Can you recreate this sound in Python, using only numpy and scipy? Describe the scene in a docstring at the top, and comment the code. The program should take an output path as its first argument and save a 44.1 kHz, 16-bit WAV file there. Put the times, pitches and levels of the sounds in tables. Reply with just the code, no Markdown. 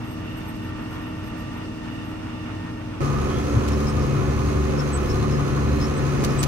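"""A six-cylinder diesel tractor mows hay, heard inside its closed cab in two scenes that meet at about 3 s.
First it runs fast and muffled: tones locked to the engine's turning make a hum, and shaped noise makes
the rumble and roar. Knocks and noise ring the gears, steady tones whine, and filtered noise whistles thinly.
Then it runs slower and louder: the cab drones with the firings, the injector knocks ring, and filtered
noise and short gliding tones make trim creak, joints squeak and a loose fitting rattle."""
import sys
import numpy as np
from scipy import signal
from scipy.fft import rfft, irfft, next_fast_len
from scipy.io import wavfile
from scipy.ndimage import map_coordinates

SR = 44100
rng = np.random.default_rng(int(sys.argv[2]) if len(sys.argv) > 2 else 0)


def int16_out(signal):
    """Quantize to a 16-bit WAV file."""
    q = np.round(np.clip(np.atleast_2d(signal).T, -1, 1) * 32767)
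    wavfile.write(sys.argv[1], SR, q.astype(np.int16))


N = 285327

CHANGE_S = 3.005  # middle of the cross-fade between the two scenes
TOP_HZ = 15800  # no sound is kept from here up

# Reach, below, is the time from the middle of a swell to where it has fallen to about 14 percent.
# Left-right is the left level minus the right.

# Engine speed. Each row: time in seconds, engine cycles per second (a cycle is two crank turns).
FAST_SPEED = [(0, 19.55), (.45, 19.51), (.65, 19.44), (.85, 19.47), (1.03, 19.55), (1.17, 19.46),
              (1.3, 19.54), (1.6, 19.55), (1.8, 19.5), (2.35, 19.52), (2.52, 19.44), (2.68, 19.49),
              (3.0, 19.44)]
SLOW_SPEED = [(3, 11.8), (3.14, 11.71), (3.27, 11.69), (3.42, 11.95), (3.63, 11.95), (3.72, 12.11),
              (3.85, 12.13), (4.06, 11.75), (4.19, 11.73), (4.44, 12.07), (4.76, 12.04), (4.93, 11.8),
              (5.03, 11.8), (5.2, 12.02), (5.3, 12.02), (5.46, 11.77), (5.56, 11.77), (5.76, 12.08),
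              (5.88, 12.08), (6.06, 11.73), (6.26, 11.77), (6.47, 11.68)]
# Tones locked to the engine. Each row: multiple of the cycle rate, rms level in dB, left-right in dB.
FAST_ORDERS = [(2, -52, -2), (3, -47, 3), (6, -42, 4), (7, -48, -3), (9, -46.5, 1), (12, -46, 1),
               (14, -54, -3), (16, -39.3, -1), (18, -57, 6), (20, -58, -3), (24, -60, 3), (28, -62, 2),
               (32, -56.5, -4), (44, -60, 0), (141, -67, -4)]
# The same for the slow engine at its middle speed. Each row: multiple of the cycle rate, rms level in dB,
# left-right in dB, dB gained per extra cycle per second.
SLOW_ORDERS = [(9, -40, 4, 0), (11, -41, 5, -4), (18, -37.5, -2, 14), (24, -39.8, -3, 14), (30, -39, -5, 5),
               (32, -37, -5, 5), (34, -50, -4, -14), (36, -47, -4, -18), (42, -46, -6, 4), (45, -51, -6, 6),
               (48, -55, -8, 6), (51, -57, -1, 6), (60, -55, 2, 6), (70, -55, 3, 10), (87, -54, -4, 6),
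               (93, -53, -5, 0), (96, -58, 2, 0), (105, -56, -5, 6)]
# Belt- and shaft-driven parts. Each row: pitch in Hz, rms level in dB before thick hay, left-right in dB.
FAST_DRIVE = [(45.8, -52.5, 2), (94.6, -41.5, -0.5), (887, -61, 5), (1362, -63, -4), (2132, -70, -8)]

# Relative strength of each cylinder's knock, in dB, in firing order.
FAST_CYLINDERS = [0.26, -1.2, -0.61, -0.43, 0.98, -1.3]
SLOW_CYLINDERS = [0, -.3, -1, .3, .3, 2.5]
# The same for the cylinders as they shake the air and panels of the cab, in dB.
BOOM_CYLINDERS = [1.2, 0.071, 0.34, 1, 0.14, -1.3]

# Colour of each noise layer. Each row: frequency in Hz, relative level in dB.
FAST_RUMBLE = [(12, -25), (22, -15), (40, -22), (65, -8), (85, -4), (108, 4.5), (135, -5), (170, -9),
               (300, -72)]
SLOW_RUMBLE = [(12, -45), (25, -20), (40, -13), (55, -6), (73, -1), (88, -3.5), (102, -2.5), (125, -0.5),
               (150, -17), (300, -95)]
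FAST_ROAR = [(70, -57), (135, -26), (160, 9), (200, 4), (225, 10), (255, 9.5), (290, 4), (320, 1.5),
             (365, -6), (450, -4), (520, -7.5), (700, -10.5), (1100, -60)]
SLOW_ROAR = [(80, -27), (135, 4), (190, -3), (235, 3), (265, 1), (300, 4), (330, -1), (390, 3), (455, -4),
             (510, 0), (570, -8), (650, -17), (1100, -82)]
FAST_BLOCK = [(300, -56), (650, -4.5), (880, 4.5), (1060, 2), (1250, 3), (1470, 3), (1620, -4.5),
              (1850, -1.5), (2050, -4.5), (2500, -4.5), (2900, -25), (3150, -7.5), (3900, -20), (6000, -69)]
SLOW_BLOCK = [(300, -44), (650, 3), (900, 3), (1250, 4), (1600, -3.5), (1950, -4.5), (2500, -8),
              (3100, -8.5), (3900, -15), (6000, -99)]
FAST_HISS = [(2000, -40), (4000, 0), (5300, 1), (6400, -2), (7300, -9), (8070, -4.5), (8900, -10.5),
             (11800, -12.5), (13200, -21), (15500, -21)]
SLOW_HISS = [(2000, -40), (4100, 0), (5000, -1), (5800, -1), (6550, 2), (7150, -8), (9000, -10),
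             (12200, -12.5), (13500, -23), (15500, -20)]
# Colours of the cab rocking on its mounts and of the loose fitting, with the same columns.
SWAY = [(14, -27), (28, 15), (40, 13.5), (52, 12), (75, -36.5)]
FITTING = [(400, -22), (1200, -4), (2500, -1), (4000, 0), (6500, 0), (9000, -5), (12000, -8), (15500, -16)]
# Stereo width. Each row: frequency in Hz, side minus middle in dB.
WIDTH = [(50, -44), (120, -9), (280, -8), (450, -3.5), (700, 3.5), (1400, -5), (3000, 0), (14000, 0)]
# Stereo balance. Each row: frequency in Hz, left-right in dB.
FAST_BALANCE = [(60, -4), (120, 0.5), (210, 1), (300, 0.5), (650, -3.5), (900, 1), (2400, -3.5),
                (4400, 5.5), (8000, -1)]
SLOW_BALANCE = [(40, 3), (120, 4), (200, -10.5), (300, 0), (420, -3.5), (600, -4), (800, -1), (1200, -1.5),
                (2400, -10), (4400, 2.5), (8000, 0)]

# Resonances of the gear casing, whistle, injector knock, cab panels, trim and squeal.
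# Each row: centre in Hz, half-width in Hz (where the ring is 6 dB down), relative level in dB.
GEARS = [(1200, 14, 1.5), (1344, 41, -3), (1831, 62, 0.5), (2778, 177, -2), (3566, 116, -10)]
WHISTLE = [(8450, 45, -6), (11750, 35, 0)]
KNOCK = [(1010, 26, 2.5), (1048, 28, 5), (1118.5, 23.5, 6), (1197, 42, 3.5), (1362, 51, -3), (1468, 35, 0)]
PANELS = [(715.5, 32, 1), (832, 21, 1), (1745, 50, 0.5), (1850, 32, -1), (2158, 86, -3), (2494, 190, -5),
          (4220, 67, -24)]
TRIM = [(5060, 22, -3), (5220, 50, -8), (5440, 30, 0), (5250, 600, -15), (10950, 120, -21)]
SQUEAL = [(4030, 25, -3), (4180, 35, 0)]

# Base rms levels in dB, before the swells, flutter and effort applied below.
FAST_RUMBLE_DB, FAST_ROAR_DB, FAST_CLATTER_DB, FAST_HISS_DB = -42, -37.5, -45.5, -58
SLOW_RUMBLE_DB, SLOW_ROAR_DB, SLOW_CLATTER_DB, SLOW_HISS_DB = -31.5, -29.5, -39.5, -48
KNOCK_DB, PANELS_DB, GEARS_DB, SWAY_DB = -41.5, -45.5, -50, -46.5

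# The gear ring and hiss ease off late in the fast run.
EASE_S, GEARS_EASE_DB_PER_S, HISS_EASE_DB_PER_S = 2.45, 9, 1.5
# The slow engine pulls harder near the end, and its noise grows for each cycle per second of lost speed.
PULL_S, PULL_DB_PER_S, SAG_DB_PER_REV = 5.65, 2.5, 0.5
# The mower bites into thick hay. Each row: middle in seconds, reach in seconds,
# rise in dB, of which each layer takes its own share.
THICK_HAY = [(.76, 0.27, 3.5), (1.3, 0.23, 2.5), (2.56, .15, 2.5)]
# Uneven ground makes the cab rumble. Each row: middle in seconds, reach in seconds, rise in dB.
ROUGH_GROUND = [(3.58, 0.075, 5), (4.25, 0.46, 5.5), (5.1, 0.22, 2.5), (5.6, .2, 2.5)]
# The cab heaves on its mounts. Each row: middle in seconds, reach in seconds, rise in dB.
HEAVES = [(3.85, 0.18, 7), (4.35, 0.36, 3.7), (5.08, 0.15, 12.4), (5.8, 0.12, 9.3), (6.35, 0.22, 7.7)]

# Steady pitches of the two gear whines.
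LOW_WHINE_HZ, HIGH_WHINE_HZ = 1175, 1832.5
# Their swelling and fading. Each row: time in seconds, rms level in dB before flutter.
LOW_WHINE = [(0.0, -76), (0.17, -54), (0.41, -69), (0.51, -52.5), (1.04, -54.5), (1.61, -51.5), (1.68, -74),
             (1.72, -63), (2.12, -55), (2.16, -74), (2.41, -49), (2.5, -62), (2.99, -56)]
HIGH_WHINE = [(0, -72), (.25, -67), (.45, -61), (.85, -56), (1.0, -63), (1.2, -59), (1.45, -57), (1.7, -61),
              (2.05, -59), (2.2, -66), (2.4, -55), (2.65, -54), (2.8, -67), (3, -71)]
# The faint whistle: its level at the start, its fade, and the reach of each flare.
WHISTLE_DB, WHISTLE_FADE_DB_PER_S, FLARE_S = -71, 2.2, .035
# Its loudest flares. Each row: middle in seconds, level in dB.
FLARES = [(.11, -62), (.39, -59), (.485, -61), (.56, -65), (.92, -63), (1.09, -63), (1.27, -61), (1.4, -64),
          (2.08, -66)]

# The cab booms at the firing rate. 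Each row: time in seconds, rms level in dB before flutter.
BOOM = [(3.0, -54), (3.2, -30), (3.46, -32), (3.56, -31), (3.74, -26), (4.08, -41), (4.34, -24),
        (4.66, -27), (4.8, -39), (4.95, -26), (5.3, -31), (5.42, -38), (5.7, -23.5), (5.98, -30),
        (6.15, -33), (6.46, -33)]
# The cab drones at twice the firing rate. Each row: time in seconds, rms level in dB before flutter.
DRONE = [(3.0, -24), (3.13, -26), (3.4, -33.5), (3.6, -35), (3.9, -29.5), (4.17, -24), (4.35, -31),
         (4.87, -27), (5.02, -35), (5.22, -26), (5.38, -24), (5.57, -27), (5.75, -31.5), (5.92, -27.5),
         (6.19, -24), (6.33, -25.5), (6.46, -22)]
# One ring of the knock wanders up and down. Each row: time in seconds, centre in Hz.
WANDER = [(3, 1230), (3.28, 1230), (3.38, 1320), (3.66, 1320), (3.8, 1200), (4.02, 1215), (4.17, 1285),
          (4.35, 1270), (4.6, 1200), (4.8, 1295), (5.02, 1300), (5.15, 1190), (5.38, 1190), (5.48, 1310),
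          (5.72, 1310), (5.84, 1200), (6.0, 1285), (6.47, 1260)]
# Its half-width, base level, and growth for each cycle per second of lost speed.
WANDER_WIDTH_HZ, WANDER_DB, WANDER_DB_PER_REV = 67, -45, 15

# Bumps shake the cab. Each row: middle in seconds, reach in seconds, pitch in Hz, peak level in dB.
BUMPS = [(1.455, 0.012, 109, -25), (3.575, 0.016, 112, -12), (4.229, 0.016, 105, -17)]
# A loose fitting chatters. Each row: time of one contact in seconds, level in dB before the tap's shape.
RATTLES = [(3.679, -37.5), (3.685, -35.5), (6.239, -30), (6.246, -28), (6.426, -32), (6.430, -26.5),
           (6.436, -30)]
RATTLE_ATTACK_S, RATTLE_T60_S = .0006, .045  # time constant of the rise; time to fall by 60 dB
# Trim rubs and creaks. Each row: middle in seconds, reach in seconds, level in dB.
CREAKS = [(3.74, 0.027, -49), (3.885, .035, -46.5), (4.02, 0.028, -48), (4.8, 0.036, -45),
          (5.106, 0.025, -43.5), (5.341, 0.06, -50), (5.835, 0.035, -46), (6.31, .035, -47.5)]
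# Dry joints squeak. Each row: middle in seconds, reach in seconds, pitch at the middle in Hz,
# glide in Hz per second, tremble in Hz, level in dB before a lift of 6.5 dB, left-right in dB.
SQUEAKS = [(3.35, .09, 3280, 900, 130, -50, -2), (3.735, .022, 5430, 0, 60, -49, 3),
           (3.901, .021, 8330, 0, 40, -52, -9), (4.947, .022, 8020, 0, 55, -38, -8),
           (4.966, .012, 7960, 0, 55, -44, -7), (5.108, .022, 5420, 3000, 70, -45, 2),
           (5.824, .024, 5130, 4000, 50, -44, 4), (5.847, .022, 5440, 2000, 35, -43, 4),
           (5.977, .018, 8120, 4000, 45, -49, -5), (6.398, .016, 8030, 0, 55, -36.5, -5),
           (6.41, .011, 8200, 6000, 55, -38.5, -5)]
# A faint squeal: its middle, reach and rms level at the middle before flutter.
SQUEAL_S, SQUEAL_REACH_S, SQUEAL_DB = 5.5, 1.0, -58


def amp(db):
    """Turn decibels into a gain."""
    return 10 ** (np.asarray(db) / 20)


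def unit(pair):
    """Scale a stereo pair so that its middle has rms 1."""
    return pair / np.sqrt(np.mean(pair.mean(0) ** 2) + 1e-20)


def clock():
    """Time of every sample in seconds."""
    return np.arange(N) / SR


def since(s):
    """Seconds gone by after s, zero before."""
    return np.maximum(clock() - s, 0)


def along(points, hz):
    """Read a curve of (Hz, value) points along a log frequency axis."""
    f, v = np.transpose(points)
    return np.interp(np.log(hz + 1), np.log(f + 1), v)


def curves(rows):
    """One value per sample for each column after the time."""
    s, *columns = np.transpose(rows)
    return [np.interp(clock(), s, column) for column in columns]


def wobble(rate):
    """A smooth random curve with rate knots a second."""
    knots = rng.standard_normal(int(N * rate / SR) + 4)
    coarse = np.linspace(0, N / SR, 4096)
    return np.interp(clock(), coarse, map_coordinates(knots, [coarse * rate]))


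def filtered(x, response):
    """Multiply the spectrum of x by a response of frequency."""
    m = next_fast_len(N + 8192, True)
    return irfft(rfft(x, m) * response(np.fft.rfftfreq(m, 1 / SR)), m)[..., :N]


def pan(db):
    """Left and right gains for a level difference."""
    gains = amp(np.array([[db], [-db]]) / 2)
    return gains / gains.mean()


def noise():
    """Two unrelated white noises."""
    return rng.standard_normal((2, N))


def swell(s, reach):
    """A bell-shaped envelope centred on s."""
    return np.exp(-2 * np.minimum(((clock() - s) / reach) ** 2, 20))


def rises(rows):
    """Add up swells in dB from rows of middle, reach and rise."""
    return sum(db * swell(s, reach) for s, reach, db in rows)


def in_cab(pair, spectrum, balance, lead):
    """Colour and widen a pair; part of the side is the middle out of step (lead above 0: left first)."""
    m = next_fast_len(N + 8192, True)
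    hz = np.fft.rfftfreq(m, 1 / SR)
    mid, other = rfft(pair, m) * amp(along(spectrum, hz))
    # the shared, shifted part of the side shrinks towards the treble
    shifted = np.clip(lead, -1, 1) / np.hypot(1, hz / 3000)
    side = amp(along(WIDTH, hz)) * (np.sqrt(1 - shifted ** 2) * other + 1j * shifted * mid)
    gains = amp(np.outer([1, -1], along(balance, hz)) / 2)
    return unit(irfft(np.array([mid + side, mid - side]) * gains, m)[:, :N])


def ringing(pair, modes):
    """Pass a pair through a few resonances with steep skirts."""
    def response(f):
        total = 0
        for centre, width, db in modes:
            damping = 2j * f * width
            total = total + amp(db) * (damping / (centre * centre - f * f + damping)) ** 2
        return total
    return unit(filtered(pair, response))


def tones(turns, rows, waver_db, drift, rate, lead):
    """Tones at multiples of a rotation, wavering in strength and phase, out of step left and right."""
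    out = np.zeros((2, N))
    for multiple, db, pan_db in rows:
        phase = 2 * np.pi * (multiple * turns + rng.random()) + drift * wobble(rate)
        level = amp(db + waver_db * wobble(rate))
        out += pan(pan_db) * (level * np.sqrt(2) * np.sin(phase))
    return filtered(out, lambda hz: 1 + 1j * lead * np.outer([1, -1], amp(along(WIDTH, hz))))


def firings(turns, cylinders, t60, scatter_db, loose):
    """Each cylinder knocks along its own path through the block; a loose share is fresh noise each time."""
    count = len(cylinders)
    t = np.arange(SR // 12) / SR
    decay = amp(-60 * t / t60)
    share = np.clip(loose, 0, 1)
    knocks = np.zeros((2, N))
    for k, db in enumerate(cylinders):
        at = np.searchsorted(turns, np.arange((k + .5) / count, turns[-1], 1))
        blows = np.zeros(N)
        blows[at] = amp(db + scatter_db * rng.standard_normal(len(at)))
        path = decay * rng.standard_normal((2, len(t)))
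        repeated = signal.oaconvolve(blows[None], path, axes=1)[:, :N]
        energy = np.abs(signal.oaconvolve(blows ** 2, decay ** 2)[:N])
        knocks += np.sqrt(1 - share) * repeated + np.sqrt(share * energy) * noise()
    return unit(knocks)


def gear_ring(turns, knocks, bite_db):
    """Knocks and noise ring the gear casing, throbbing as the mesh is loaded."""
    # three throbs to every two engine cycles
    throb = amp(1.5 * np.sin(2 * np.pi * turns * 1.5) + .8 * wobble(14))
    level_db = GEARS_DB + 0.099 * bite_db + 0.84 * wobble(6.6) - GEARS_EASE_DB_PER_S * since(EASE_S)
    return amp(level_db) * pan(-2.1) * ringing((knocks + noise()) * throb, GEARS)


def whines():
    """Two gear meshes sing on steady pitches, each swelling in its own time."""
    rows = [(LOW_WHINE_HZ, curves(LOW_WHINE)[0], -4), (HIGH_WHINE_HZ, curves(HIGH_WHINE)[0], -3)]
    return tones(clock(), rows, waver_db=2.2, drift=.55, rate=13, lead=.6)


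def whistle():
    """Noise through narrow resonances whistles high up, flickering faintly and flaring now and then."""
    idle_db = WHISTLE_DB - WHISTLE_FADE_DB_PER_S * clock() + 4.5 * wobble(16)
    flares = sum(amp(db) * swell(s, FLARE_S) for s, db in FLARES)
    return (amp(idle_db) + flares) * ringing(noise(), WHISTLE)


def fast_run():
    """High revs: clean engine tones, soft clatter, gear ring, whines and a fitful whistle."""
    turns = np.cumsum(curves(FAST_SPEED)[0]) / SR
    uneven_turns = turns + .0012 * wobble(12)
    knocks = firings(uneven_turns, FAST_CYLINDERS, t60=0.12, scatter_db=0.0, loose=0.51)
    hum = tones(turns, FAST_ORDERS, waver_db=0.14, drift=0.23, rate=5.5, lead=0.9)
    bite_db = rises(THICK_HAY)
    drive = amp(.7 * bite_db) * tones(clock(), FAST_DRIVE, waver_db=2.6, drift=1.0, rate=9, lead=.6)
    rumble_level = amp(FAST_RUMBLE_DB + 2.0 * wobble(7.45))
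    rumble = rumble_level * in_cab(noise(), FAST_RUMBLE, FAST_BALANCE, lead=0.55)
    roar = amp(FAST_ROAR_DB) * in_cab(noise(), FAST_ROAR, FAST_BALANCE, lead=0.39)
    clatter_level = amp(FAST_CLATTER_DB + 0.61 * bite_db + 1.5 * wobble(16))
    clatter = clatter_level * in_cab(knocks + noise(), FAST_BLOCK, FAST_BALANCE, lead=0.34)
    gears = gear_ring(turns, knocks, bite_db)
    hiss_level = amp(FAST_HISS_DB - HISS_EASE_DB_PER_S * since(EASE_S) + 1.0 * wobble(22.1))
    hiss = hiss_level * in_cab(noise() + 0.22 * knocks, FAST_HISS, FAST_BALANCE, lead=.2)
    return hum + drive + whines() + rumble + roar + clatter + gears + hiss + whistle()


def tap(s):
    """The envelope of one light contact, which rises and dies quickly."""
    t = since(s)
    return (1 - np.exp(-t / RATTLE_ATTACK_S)) * amp(-60 * np.minimum(t / RATTLE_T60_S, 3))


def jolts():
    """Rough ground thumps the cab as short low tones, and a loose fitting chatters as taps of noise."""
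    thumps = np.zeros(N)
    for s, reach, hz, db in BUMPS:
        thumps += amp(db) * swell(s, reach) * np.sin(2 * np.pi * hz * (s - clock()))
    chatter = sum(amp(db) * tap(s) for s, db in RATTLES)
    rough_noise = noise() * amp(1.3 * wobble(310))
    return thumps + chatter * in_cab(rough_noise, FITTING, SLOW_BALANCE, lead=0)


def drone(turns):
    """The cab sounds two deep tones with the slow engine: the firing rate and its octave."""
    octave_db, = curves(DRONE)
    boom_db, = curves(BOOM)
    phase = 2 * np.pi * len(SLOW_CYLINDERS) * turns
    boom = amp(boom_db + 1.5 * wobble(9.9)) * np.sin(phase + 0.18 * wobble(6.9))
    octave = amp(octave_db + 1.0 * wobble(12)) * np.sin(2 * phase + 0.17 * wobble(7))
    return np.sqrt(2) * (pan(2.1) * boom + pan(8.2) * octave)


def wandering_ring(pair, centre, width):
    """Pass a pair through one resonance whose centre moves."""
    # slide the centre down to 0 Hz, filter there, then slide it back
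    turn = np.exp(2j * np.pi * np.cumsum(centre) / SR)
    pole = np.exp(-2 * np.pi * width / SR)
    return unit((turn * signal.lfilter([1], np.poly([pole, pole]), pair / turn)).real)


def injector_knock(knocks, sag):
    """The firings ring fixed resonances and one that wanders and grows as the revs sag."""
    steady = amp(KNOCK_DB + 1.5 * wobble(14)) * ringing(knocks, KNOCK)
    moving_level = amp(WANDER_DB + WANDER_DB_PER_REV * sag + 2 * wobble(16))
    moving = moving_level * wandering_ring(knocks, curves(WANDER)[0], WANDER_WIDTH_HZ)
    return pan(-4.0) * (steady + moving)


def slow_run():
    """Lugging under load: the cab drones and one cylinder knocks above the rest."""
    speed, = curves(SLOW_SPEED)
    turns = np.cumsum(speed) / SR
    knocks = firings(turns, SLOW_CYLINDERS, t60=.11, scatter_db=1.1, loose=.14)
    # the cab's booms run a small part of a cycle ahead of the knocks
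    booms = firings(turns + .04, BOOM_CYLINDERS, t60=.13, scatter_db=1, loose=.5)
    sag = np.mean(SLOW_SPEED, axis=0)[1] - speed  # below zero when the engine runs faster
    partials = [(multiple, db - gain * sag, pan_db) for multiple, db, pan_db, gain in SLOW_ORDERS]
    hum = tones(turns, partials, waver_db=2.5, drift=.22, rate=7, lead=-.9)
    rumble_level = amp(SLOW_RUMBLE_DB + rises(ROUGH_GROUND) + 1.3 * wobble(10))
    rumble = rumble_level * in_cab(noise(), SLOW_RUMBLE, SLOW_BALANCE, lead=-0.56)
    sway = amp(SWAY_DB + rises(HEAVES)) * in_cab(noise(), SWAY, [(40, 0)], lead=0)
    roar_level = amp(SLOW_ROAR_DB + 1.1 * wobble(10))
    roar = roar_level * in_cab(booms, SLOW_ROAR, SLOW_BALANCE, lead=-0.39)
    knock = injector_knock(knocks, sag)
    panels = amp(PANELS_DB) * pan(-0.41) * ringing(booms, PANELS)
    clatter_mix = noise() + .5 * knocks
    clatter = amp(SLOW_CLATTER_DB) * in_cab(clatter_mix, SLOW_BLOCK, SLOW_BALANCE, lead=-1.23)
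    hiss_level = amp(SLOW_HISS_DB + 0.57 * wobble(16))
    hiss = hiss_level * in_cab(noise() + 0.68 * knocks, SLOW_HISS, SLOW_BALANCE, lead=-.2)
    # when the revs sag the governor gives more fuel and the engine sounds harder
    effort = amp(SAG_DB_PER_REV * sag + PULL_DB_PER_S * since(PULL_S))
    return drone(turns) + hum + rumble + sway + effort * (roar + knock + panels + clatter + hiss)


def squeaks():
    """Rough rubbing rings the trim; clean stick-slip in a joint gives a trembling tone."""
    creak_level = sum(amp(db) * swell(s, reach) for s, reach, db in CREAKS)
    creak = creak_level * pan(7.3) * ringing(noise(), TRIM)
    unsteady = np.cumsum(wobble(450)) / SR
    offset = np.array([[0], [.2]])  # the right channel is a fifth of a cycle ahead
    squeak = np.zeros((2, N))
    for s, reach, hz, glide, tremble, db, pan_db in SQUEAKS:
        t = clock() - s
        cycles = hz * t + glide * t ** 2 / 2 + tremble * unsteady + offset
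        squeak += pan(pan_db) * amp(db + 6.5) * swell(s, reach) * np.sin(2 * np.pi * cycles)
    return creak + squeak * amp(0.67 * wobble(150))


def squeal():
    """A faint rubbing squeal, noise through two resonances, comes and goes behind the engine."""
    level = amp(SQUEAL_DB + 2.0 * wobble(9)) * swell(SQUEAL_S, SQUEAL_REACH_S)
    return level * ringing(noise(), SQUEAL)


def scene():
    """The fast run gives way to the slow run in a quick cross-fade, with the small sounds on top."""
    second = np.clip((clock() - CHANGE_S) / 0.001 + .5, 0, 1)
    engine = (1 - second) * fast_run() + second * slow_run()
    return engine + jolts() + squeaks() + squeal()


def record(dry):
    """Keep only the sound below the top frequency."""
    return filtered(dry, lambda hz: hz < TOP_HZ)


dry = scene()
out = record(dry)
int16_out(out)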